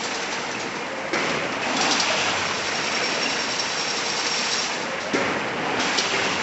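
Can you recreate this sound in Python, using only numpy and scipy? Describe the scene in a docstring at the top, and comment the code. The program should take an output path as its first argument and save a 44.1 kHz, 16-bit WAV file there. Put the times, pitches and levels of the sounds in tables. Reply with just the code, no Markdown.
"""A chain link fence machine runs its four-second cycle in a factory hall, close to a mono microphone, motors humming.
A wire spiral coasts to rest and loose ends clink, with snaps and pings; the cutter knocks, thudding and ringing the frame;
chains and sprockets, heard as dense small impacts, pull the mesh on. The next spiral strikes steel and screws in,
scraping once a turn, its resonances squeaking and singing; then the cutter knocks and a further spiral starts."""
import sys
import numpy as np
from scipy import signal
from scipy.fft import rfft, irfft
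from scipy.io import wavfile
from scipy.ndimage import map_coordinates

SR = 44100
rng = np.random.default_rng(int(sys.argv[2]) if len(sys.argv) > 2 else 0)


def unload_audio(sound):
    """Save the sound as a 16-bit wav file, at the path given as the first command line argument."""
    columns = np.transpose(np.atleast_2d(sound))
    # keep every value between -1 and 1, then stretch to whole-number steps
    steps = np.round(np.clip(columns, -1, 1) * 32767)
    wavfile.write(sys.argv[1], SR, steps.astype(np.int16))


N = 283122
TIME = np.arange(N) / SR
RUN_S = 2.877  # the spiral runs across the mesh for this long
SQUEAK_HZ = 5522  # main mode of the spiral, about which squeaks and squeal waver

# One row for each spiral, from the cut that starts its cycle. Each row: cut in seconds, frame rumble trim in dB,
# chain rattle trim in dB, feed in dB, feed drag in dB against the feed, entry of the spiral in seconds after the cut,
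# build-up of its grip in seconds, coasting down of the spindle in dB per second, scraping base level in dB,
# binding at full depth in dB, singing base level at full depth in dB.
CYCLES = [(-3, -0.5, -2, -30, -10, 0.61, .05, 23, -29.5, -9, -53),
          (1.1654, -1, 0.37, -28.5, -7, 0.59, 0.09, 43, -33.5, 4, -33.7),
          (5.13, 1, -0.5, -32, -14.5, .662, 0.014, 44, -36, 0, -50)]
# Spectrum of steel scraping on steel. Each row: frequency in Hz, relative level in dB per Hz.
SCRAPE = [(1200, -51), (2500, 5), (3200, 1), (4300, 1.5), (5000, 2), (5900, 2.5), (6700, -4), (7500, -1.5),
          (8000, -22.5)]
# Spectrum of links crashing together. Each row: frequency in Hz, relative level in dB per Hz.
CRASH = [(800, -17), (2200, -16.5), (3500, 2.5), (4600, 3), (5700, 3.5), (6600, -2.5), (8000, -11)]


def gain_of(db):
    """Decibels to amplitude."""
    return 10 ** (np.asarray(db) / 20)


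def evened(x):
    """Scales to rms 1."""
    return x / np.sqrt(np.mean(x ** 2) + 1e-20)


def read(points, hz):
    """Reads a spectrum on a log-frequency axis."""
    f, value = np.transpose(points)
    return np.interp(np.log(hz + 1), np.log(f + 1), value)


def add(mix, s, sound):
    """Mixes a sound in at time s."""
    part = mix[max(round(s * SR), 0):][:len(sound)]
    part += sound[:len(part)]


def coloured(x, spectrum):
    """Gives x a spectrum, at rms 1."""
    gain = gain_of(read(spectrum, np.fft.rfftfreq(len(x), 1 / SR)))
    return evened(irfft(rfft(x) * gain, len(x)))


def drift(hz, size=N):
    """Smooth chance of rms 1 that moves up to hz times a second."""
    knots = rng.standard_normal(4096)
    position = np.arange(size) / SR * hz * 2
    return evened(map_coordinates(knots, [position], order=3, mode="wrap"))


def resonate(x, hz, width):
    """A steep resonance: two equal two-pole stages."""
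    b, a = signal.iirpeak(hz, hz / abs(width), SR)
    return signal.lfilter(b, a, signal.lfilter(b, a, x))


def ringing(x, resonances):
    """Sounds x through a set of resonances, at rms 1."""
    return evened(sum(gain_of(db) * evened(resonate(x, hz, width)) for hz, width, db in resonances))


def impacts(per_s, spread_db, size=N):
    """A train of tiny random contacts whose strengths scatter by spread_db, at rms 1."""
    strength = gain_of(spread_db * np.minimum(rng.exponential(1, size), 4))
    hits = rng.choice([-1, 1], size) * (rng.random(size) < per_s / SR)
    return evened(strength * hits)


def stroke(t, rise, t60):
    """Envelope of a blow: quick rise, exponential decay, both in seconds."""
    return (1 - np.exp(-t / rise)) * np.exp(-np.log(1000) * t / t60)


def jingling(low_hz, high_hz, per_s, t60, spread_db):
    """Many small steel parts ping at random, each at its own pitch, at rms 1 together."""
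    out, t = np.zeros(N), TIME[:SR // 8]
    pings = rng.random((4096, 3))[:round(per_s * N / SR)]
    decay = stroke(t, .0008, t60)
    for when, pitch, size in pings:
        hz = low_hz * (high_hz / low_hz) ** pitch
        add(out, when * N / SR, gain_of(spread_db * size) * np.sin(2 * np.pi * hz * t) * decay)
    return evened(out)


def chattering(x, swing_db, rate_hz, count=7):
    """Separate parts chatter on their own: each band of x comes and goes at random."""
    spectrum, pitch = rfft(x), np.log(np.fft.rfftfreq(N, 1 / SR) + 1)
    centres = np.log(np.geomspace(500, 3400, count))
    out = np.zeros(N)
    for band in np.eye(count):
        part = irfft(spectrum * np.interp(pitch, centres, band), N)
        out += part * gain_of(swing_db * drift(rate_hz))
    return evened(out)


def cycle():
    """At every sample: the seconds since the last cut, then the other columns of that cycle."""
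    rows = np.array(CYCLES)
    cut, *settings = rows[np.searchsorted(rows[:, 0], TIME, "right") - 1].T
    return TIME - cut, *settings


def step(since, start, length, attack_s, release_db_per_s):
    """Envelope of one step of the cycle: attack, hold, release."""
    t = since - start
    return np.clip(t / attack_s, 0, 1) * gain_of(-release_db_per_s * np.maximum(t - length, 0))


def spindle():
    """Seconds since the spiral entered the mesh; how hard the spindle runs and how deep the spiral is, both 0-1."""
    since, _, _, _, _, enter_s, grip_s, coast_db_per_s, *_ = cycle()
    inside = since - enter_s
    running = step(inside, 0, RUN_S, attack_s=grip_s, release_db_per_s=coast_db_per_s)
    return inside, running, np.clip(inside / RUN_S, 0, 1)


def weaving(turns_per_s=10.65, swing_db=0.74, link_db=-9, catch_s=0.043, slack_db=-17, shaken_db=-2.0, tick_db=-2):
    """The turning spiral scrapes through the mesh, harder once a turn, and shakes the links."""
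    # Resonances of the mesh. Each row: frequency in Hz, width of each filter stage in Hz, level in dB.
    mesh = [(500, 510, 1), (2460, 840, 2.5)]
    # Resonances of the loose links. Each row: frequency in Hz, width of each filter stage in Hz, level in dB.
    loose_links = [(2740, 600, 1), (3240, 280, -5.5)]
    since, *_, grip_s, _, scrape_db, bind_db, _ = cycle()
    inside, running, depth = spindle()
    since_catch = (TIME - catch_s) % (1 / turns_per_s)
    turn = np.cos(2 * np.pi * turns_per_s * since_catch)

    threading = running * gain_of(bind_db * depth ** 3)
    # it scrapes harder while its tip finds the first links
    entry = gain_of(2) * step(inside, 0, 0.49, attack_s=grip_s, release_db_per_s=47)
    # the links are shaken just after the cut
    shaken = gain_of(shaken_db) * step(since, 0, .08, attack_s=0.015, release_db_per_s=27.5)
    # its tip rubs along the guide close to the entry: -6 dB at the mesh, 65 dB less per second away from it
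    approach = gain_of(-6 - 65 * abs(inside))
    contact = np.sqrt(threading ** 2 + approach ** 2 + entry ** 2 + shaken ** 2 + gain_of(slack_db) ** 2)
    links = jingling(low_hz=2997, high_hz=6766, per_s=220, t60=0.13, spread_db=4.5)
    rubbing = coloured(impacts(per_s=6000, spread_db=0.5), SCRAPE)
    scrape = (rubbing + gain_of(link_db) * links) * gain_of(scrape_db) * contact

    tick = coloured(rng.standard_normal(N), CRASH) * stroke(since_catch, .002, 0.18)
    ticks = tick * threading * gain_of(scrape_db + tick_db)

    # half way across, the mesh shudders against its guides
    shaking = gain_of(-31.8) * step(since, 1.612, 0.48, attack_s=0.11, release_db_per_s=245)
    shudder = ringing(impacts(per_s=280, spread_db=2.0), mesh) * shaking
    # the entering spiral shakes loose links
    rattling = gain_of(-33.5) * step(inside, .17, 0.38, attack_s=0.081, release_db_per_s=60.5)
    rattle = ringing(impacts(per_s=500, spread_db=0.0), loose_links) * rattling
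    return (scrape + shudder) * gain_of(swing_db * turn) + ticks + rattle + singing(turn)


def singing(turn, swing_db=1.0, slip_db=2.6, squeal_db=-2.6, flutter_db=3.8, waver_hz=62, pulse_db=1.2):
    """Deep in the mesh the spiral's resonances ring, and its main mode holds a thin squeal that pulses with each turn."""
    # Resonances of the wire spiral. Each row: frequency in Hz, width of each filter stage in Hz, level in dB.
    spiral = [(3940, 400, -7), (4800, 480, -4), (5580, 330, -4.5), (6000, 1200, -6), (7380, 700, -13.5)]
    sing_after_s, growth_db = 0.76, 7  # seconds in the mesh; rise in dB over the full depth
    sing_db = cycle()[-1]
    inside, _, depth = spindle()
    ring = ringing(impacts(per_s=2500, spread_db=-1.0), spiral) * gain_of(slip_db * drift(40))
    phase = 2 * np.pi * np.cumsum(SQUEAK_HZ + waver_hz * drift(70)) / SR
    squeal = gain_of(squeal_db + flutter_db * drift(45) + pulse_db * turn) * np.sin(phase)
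    held = step(inside, sing_after_s, RUN_S - sing_after_s - 0.01, attack_s=0.18, release_db_per_s=75.5)
    return (ring + squeal) * held * gain_of(sing_db + growth_db * (depth - 1) + swing_db * turn)


def squeaks(squeak_db=-5.6, swell_s=0.0092, waver_hz=50):
    """Each catch on a link sets the spiral's main mode swelling and dying within a few hundredths of a second."""
    # The spiral catches on a link. Each row: start in seconds, peak level in dB before the common squeak_db.
    catches = [(2.452, -25), (2.53, -28), (2.748, -21), (2.944, -20), (3.045, -17.5), (3.227, -17),
               (3.295, -25), (3.394, -17.5), (3.505, -25), (3.591, -19.5), (3.784, -19.5), (3.875, -23),
               (4.100, -20.5), (4.311, -18), (4.385, -21), (4.578, -18.5)]
    out, t = np.zeros(N), TIME[:SR // 10]
    swell = t / swell_s * np.exp(1 - t / swell_s)
    for s, db in catches:
        phase = 2 * np.pi * np.cumsum(SQUEAK_HZ + waver_hz * drift(92, size=len(t))) / SR
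        add(out, s, gain_of(db + squeak_db) * swell * np.sin(phase))
    return out


def strikes(rise=.0004, falloff_db_per_octave=18, crack_db=1, crack_t60=.05, detune=.012):
    """A crack of steel on steel, then the wire's modes ring, loudest around one pitch, a little retuned by each blow."""
    # The spiral's tip strikes steel. Each row: start in seconds, level in dB, loudest pitch in Hz, ring t60 in seconds.
    tip_blows = [(1.768, -32, 7400, .06), (1.810, -21, 5500, .11), (1.999, -19, 5000, .11),
                 (4.264, -24, 4700, .06), (4.387, -27, 4700, .12), (5.984, -19, 4350, .1)]
    # Modes of the struck wire. Each row: frequency in Hz before detuning, level in dB before the falloff.
    wire_modes = [(4328, -3), (4660, 0), (4716, -4), (4877, -6), (5195, -4), (5570, -2), (5690, -7),
                  (6804, -6), (7470, -3)]
    out, t = np.zeros(N), TIME[:SR // 3]
    for s, db, loudest_hz, t60 in tip_blows:
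        ring = 0
        for hz, mode_db in wire_modes:
            level = gain_of(mode_db - falloff_db_per_octave * abs(np.log2(hz / loudest_hz)))
            cycles = hz * rng.normal(1, detune) * t + rng.random()
            ring = ring + level * np.sin(2 * np.pi * cycles)
        crack = gain_of(crack_db) * coloured(rng.standard_normal(len(t)), CRASH) * stroke(t, rise, crack_t60)
        add(out, s, gain_of(db) * (evened(ring) * stroke(t, rise, t60) + crack))
    return out


def clinks(rise=0.00057, waver_hz=70):
    """A wire end snaps free, or the mesh slaps against its guides: the links around it crash and the wire pings
    briefly."""
    # Wire ends snap against the mesh, and the mesh slaps its guides (the rows with a low, strong ring). Each
    # row: start in seconds, # crash level in dB, mean ring pitch in Hz, ring level in dB against the crash, t60
    # of both in seconds.
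    clinking = [(0.035, -28, 7400, -10, .16), (.145, -28.5, 6200, -9, 0.14), (.217, -32.5, 6050, -6, .14),
                (0.324, -30, 6050, -7, 0.17), (0.513, -33, 5950, -3, 0.13), (.549, -38, 2640, 14, 0.05),
                (0.597, -32, 6600, -10, 0.25), (0.753, -37, 6100, -9, 0.27), (1.131, -28, 3140, -11, 0.16),
                (1.140, -29.5, 5500, -11, 0.12), (1.294, -28.5, 2760, -1, 0.099), (1.521, -34, 5600, -7, .1),
                (1.617, -36, 5900, -8, 0.18), (1.627, -38, 2450, 9, .1), (1.766, -25, 3400, -2, 0.15),
                (1.910, -19, 4000, -14, 0.19), (2.881, -37, 2380, 14, 0.055), (2.968, -38, 2310, 13, 0.07),
                (3.038, -38, 2350, 13, .07), (3.258, -31, 2800, 12, 0.065), (3.33, -38, 2700, 14, .04),
                (5.002, -35, 5500, -14, 0.68), (5.133, -30, 5640, -13, 0.3), (5.796, -27.5, 3240, -7, 0.33),
                (5.977, -21, 3000, -6, 0.19)]
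    out, t = np.zeros(N), TIME[:SR // 2]
    for s, db, hz, ring_db, t60 in clinking:
        links = impacts(per_s=6000, spread_db=0.8, size=len(t))
        wire = np.sin(2 * np.pi * np.cumsum(hz + waver_hz * drift(120, size=len(t))) / SR)
        sound = coloured(links, CRASH) + gain_of(ring_db) * evened(wire)
        add(out, s, gain_of(db) * sound * stroke(t, rise, t60))
    return out


def knocks(thud_db=4, thud_rise=0.0054, thud_t60=0.042, rise=0.0011, frame_waver=0.011):
    """A blow thuds, rings the loosely bolted frame and sets the chains clattering."""
    # Heavy blows of cutter and feed, and at 5.982 s a broad snap of wire. Each row: start in seconds, thud
    # level in dB # before the common thud_db, thud pitch in Hz, frame ring level in dB, rattle level in dB,
    # rattle t60 in seconds.
    blows = [(1.130, -10, 343, -30.5, -21.5, 0.24), (1.146, -16, 450, -36, -26, 0.9),
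             (1.245, -21, 545, -38, -33, .2), (1.346, -22, 560, -44, -26, 0.14),
             (2.101, -10, 652, -51, -30, 0.084), (2.141, -13, 620, -47, -39, .12),
             (3.025, -15, 487, -46, -33.5, .08), (3.255, -17, 270, -46, -33, .08),
             (5.138, -8, 283, -31, -27.5, 0.58), (5.147, -9.5, 425, -30, -26.5, 0.75),
             (5.262, -18, 570, -40, -30.5, 0.6), (5.982, -22, 380, -44, -23, .1),
             (6.135, -18, 397, -31, -28, .25)]
    # Modes of the machine frame. Each row: mean frequency in Hz, level in dB against the ring level, t60 in seconds.
    frame_modes = [(255, -2, 0.5), (365, -6, 0.4), (455, -5, 0.35), (555, -3, 0.7), (710, -9.5, 0.3),
                   (798, -11, 0.22), (1270, -3.5, 0.5), (1400, -2.5, 0.45), (2140, -6.5, 1.1)]
    # Spectrum of the clatter after a blow. Each row: frequency in Hz, relative level in dB per Hz.
    clatter = [(35, -37.5), (150, -5), (300, 0.5), (520, 4), (640, -4), (900, -2), (1100, -5.5), (1400, -2),
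               (2300, 1), (2700, -13), (4000, -25.5), (8000, -33)]
    out, t = np.zeros(N), TIME[:SR]
    for s, db, hz, ring_db, rattle_db, t60 in blows:
        thud = gain_of(db + thud_db) * np.sin(2 * np.pi * hz * t) * stroke(t, thud_rise, thud_t60)
        frame = 0
        for mode_hz, mode_db, mode_t60 in frame_modes:
            phase = 2 * np.pi * mode_hz * np.cumsum(1 + frame_waver * drift(40, size=len(t))) / SR
            frame = frame + gain_of(ring_db + mode_db) * np.sin(phase) * stroke(t, thud_rise, mode_t60)
        parts = coloured(impacts(per_s=1400, spread_db=1.2, size=len(t)), clatter)
        rattle = gain_of(rattle_db) * parts * stroke(t, rise, t60)
        add(out, s, thud + frame + rattle)
    return out


def drive(drive_db=-1, flutter_db=0.44, jingle_db=-8):
    """Chain rollers drop into the sprockets, jingle and shake the frame; the feed adds a hollow drag."""
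    # Load on the drive through every cycle. Each row: seconds after the cut, frame rumble in dB, chain rattle in dB,
    # both before the trims of the cycle and the common drive_db.
    load = [(0, -36, -29), (0.16, -29, -27.5), (0.38, -34.5, -30.5), (0.68, -31, -25), (0.9, -40.5, -26.2),
            (1.1, -32.5, -24.7), (1.44, -38, -29), (2.05, -36, -28), (2.45, -43.5, -31.5), (3.35, -46, -29),
            (3.65, -35.5, -31.5), (4, -43, -33)]
    # Spectrum of the shaken frame. Each row: frequency in Hz, relative level in dB per Hz.
    frame_spectrum = [(40, -39.5), (90, -13.5), (170, -5.5), (260, -3), (340, -6), (430, -2), (560, -4.5),
                      (900, -22), (2000, -45.5)]
    # Spectrum of the chains. Each row: frequency in Hz, relative level in dB per Hz.
    chain_spectrum = [(250, -29), (450, -6), (750, -0.5), (1000, 0.5), (1500, 0.5), (2300, 0), (2900, -3),
                      (3600, -12.5), (5000, -15.5), (8000, -38.5)]
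    # Resonances of the feed. Each row: frequency in Hz, width of each filter stage in Hz, level in dB.
    feed_resonances = [(260, 117, -1.5), (768, 270, 1)]
    since, rumble_db, chain_db, feed_db, drag_db, *_ = cycle()
    s, frame_db, rattle_db = np.transpose(load)
    shaken_frame = coloured(impacts(per_s=2500, spread_db=1.5), frame_spectrum)
    rumble = shaken_frame * gain_of(np.interp(since, s, frame_db) + rumble_db)

    contacts = coloured(impacts(per_s=6000, spread_db=1.5), chain_spectrum)
    rollers = chattering(contacts, swing_db=2.0, rate_hz=35)
    pins = jingling(low_hz=599.0, high_hz=3003, per_s=240, t60=0.088, spread_db=12)
    chain_level = gain_of(np.interp(since, s, rattle_db) + chain_db + flutter_db * drift(22))
    rattle = (rollers + gain_of(jingle_db) * pins) * chain_level

    # the feed pulls the mesh on
    pull = gain_of(feed_db) * step(since, 0.436, 0.33, attack_s=0.067, release_db_per_s=89)
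    dragging = impacts(per_s=3500, spread_db=0.5)
    feed = (ringing(dragging, feed_resonances) + gain_of(drag_db) * coloured(dragging, SCRAPE)) * pull
    return gain_of(drive_db) * (rumble + rattle) + feed


def groans(groan_db=-1, waver=.028, rough_db=2.2):
    """A motor taking up load sounds a rough, gliding tone that swells and fades."""
    # Motors take up load. Each row: start in seconds, length in seconds, first mean pitch in Hz, last mean pitch in Hz,
    # peak level in dB before the common groan_db and the roughness.
    loadings = [(1.846, 1.12, 113, 77.7, -46), (2.144, 0.26, 714, 726, -31.5), (4.99, .13, 560, 640, -33),
                (5.977, 0.87, 105.3, 79.5, -45), (5.992, 0.34, 419, 371, -32.5)]
    out = np.zeros(N)
    for s, length, first_hz, last_hz, db in loadings:
        progress = np.clip((TIME - s) / length, 0, 1)
        hz = first_hz + (last_hz - first_hz) * progress
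        phase = 2 * np.pi * np.cumsum(hz * (1 + waver * drift(50))) / SR
        level = gain_of(db + groan_db + rough_db * drift(25))
        out += level * np.sin(np.pi * progress) * np.sin(phase)
    return out


def hall(hall_db=-32, waver_hz=7.0, waver_db=2.8, idle_db=-4.4, loaded_db=7):
    """The wash of far machines, and motor tones that swell as the spiral binds and bend upward once it is free."""
    # Spectrum of the far machines. Each row: frequency in Hz, relative level in dB per Hz.
    far_spectrum = [(25, -36), (50, -18.5), (90, -11.5), (130, -6), (220, 1), (380, 0), (480, 0.5),
                    (680, -1), (920, 1), (1100, -6), (2200, -3.5), (3400, -25), (7800, -27)]
    # Motor tones. Each row: mean pitch in Hz at speed ratio 1, level in dB before idle_db and the swells.
    motors = [(468.5, -39.5), (533, -53), (937, -46.5)]
    # Freed of the spiral, the motors speed up around each cut. 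Each row: seconds from the cut, speed ratio, swell in dB.
    free_run = [(-.42, 1, -1), (-.26, 1.125, 5), (-.04, 1.14, 8), (.12, 1.2, 7), (.28, 1.21, 3),
                (.36, 1.17, -6), (.4, 1, 0)]
    full_load_depth, load_follow = .87, .8  # depth 0-1 at full load; dB of load per dB of weaker binding
    wash = gain_of(hall_db) * coloured(rng.standard_normal(N), far_spectrum)

    cuts = np.array(CYCLES)[:, 0]
    nearest = abs(TIME[:, None] - cuts).argmin(axis=1)
    from_cut = TIME - cuts[nearest]
    s, ratio, free_db = np.transpose(free_run)
    speed = np.interp(from_cut, s, ratio, 1, 1)
    swell = gain_of(np.interp(from_cut, s, free_db, 0, 0))
    tones = np.zeros(N)
    for hz, db in motors:
        level = gain_of(db + waver_db * drift(9))
        phase = 2 * np.pi * np.cumsum(hz * speed + waver_hz * drift(22)) / SR
        tones += level * np.sin(phase)

    _, running, depth = spindle()
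    bind_db = cycle()[-2]
    # a spiral that binds less loads the motors less
    binding = gain_of(load_follow * np.minimum(bind_db, 0))
    load = running * np.minimum(depth / full_load_depth, 1) ** 4 * binding
    return wash + swell * tones * gain_of(idle_db + loaded_db * load)


def reverberation(x):
    """The hall's sparse reflections of random sign, each band dying at its own speed."""
    # Reverberation of the hall. Each row: frequency in Hz, t60 in seconds.
    echo = [(150, 1), (1000, 0.3), (4000, 0.88), (8000, 0.3)]
    taps = rng.choice([-1., 1.], SR) * (rng.random(SR) < 2000 / SR) * (TIME[:SR] > .004)
    hz, t, bands = signal.stft(taps, SR, nperseg=256)
    decay = np.exp(-np.log(1000) * t / read(echo, hz)[:, None])
    tail = signal.istft(bands * decay, SR)[1]
    return signal.fftconvolve(x, tail / np.linalg.norm(tail))[:N]


def scene(wet_db=-8):
    """The running machine and the hall, with the echo of the sharp sounds; the same in both channels."""
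    sharp = squeaks() + clinks() + strikes() + knocks()
    machine = weaving() + sharp + drive() + groans()
    mono = machine + gain_of(wet_db) * reverberation(sharp) + hall()
    return np.array([mono, mono])


def record(dry, edge_hz=7900):
    """The recorder's steep band limit."""
    low_pass = signal.firwin(601, edge_hz, window=("kaiser", 9), fs=SR)
    return signal.oaconvolve(dry, low_pass[None], "same")


dry = scene()
out = record(dry)
unload_audio(out)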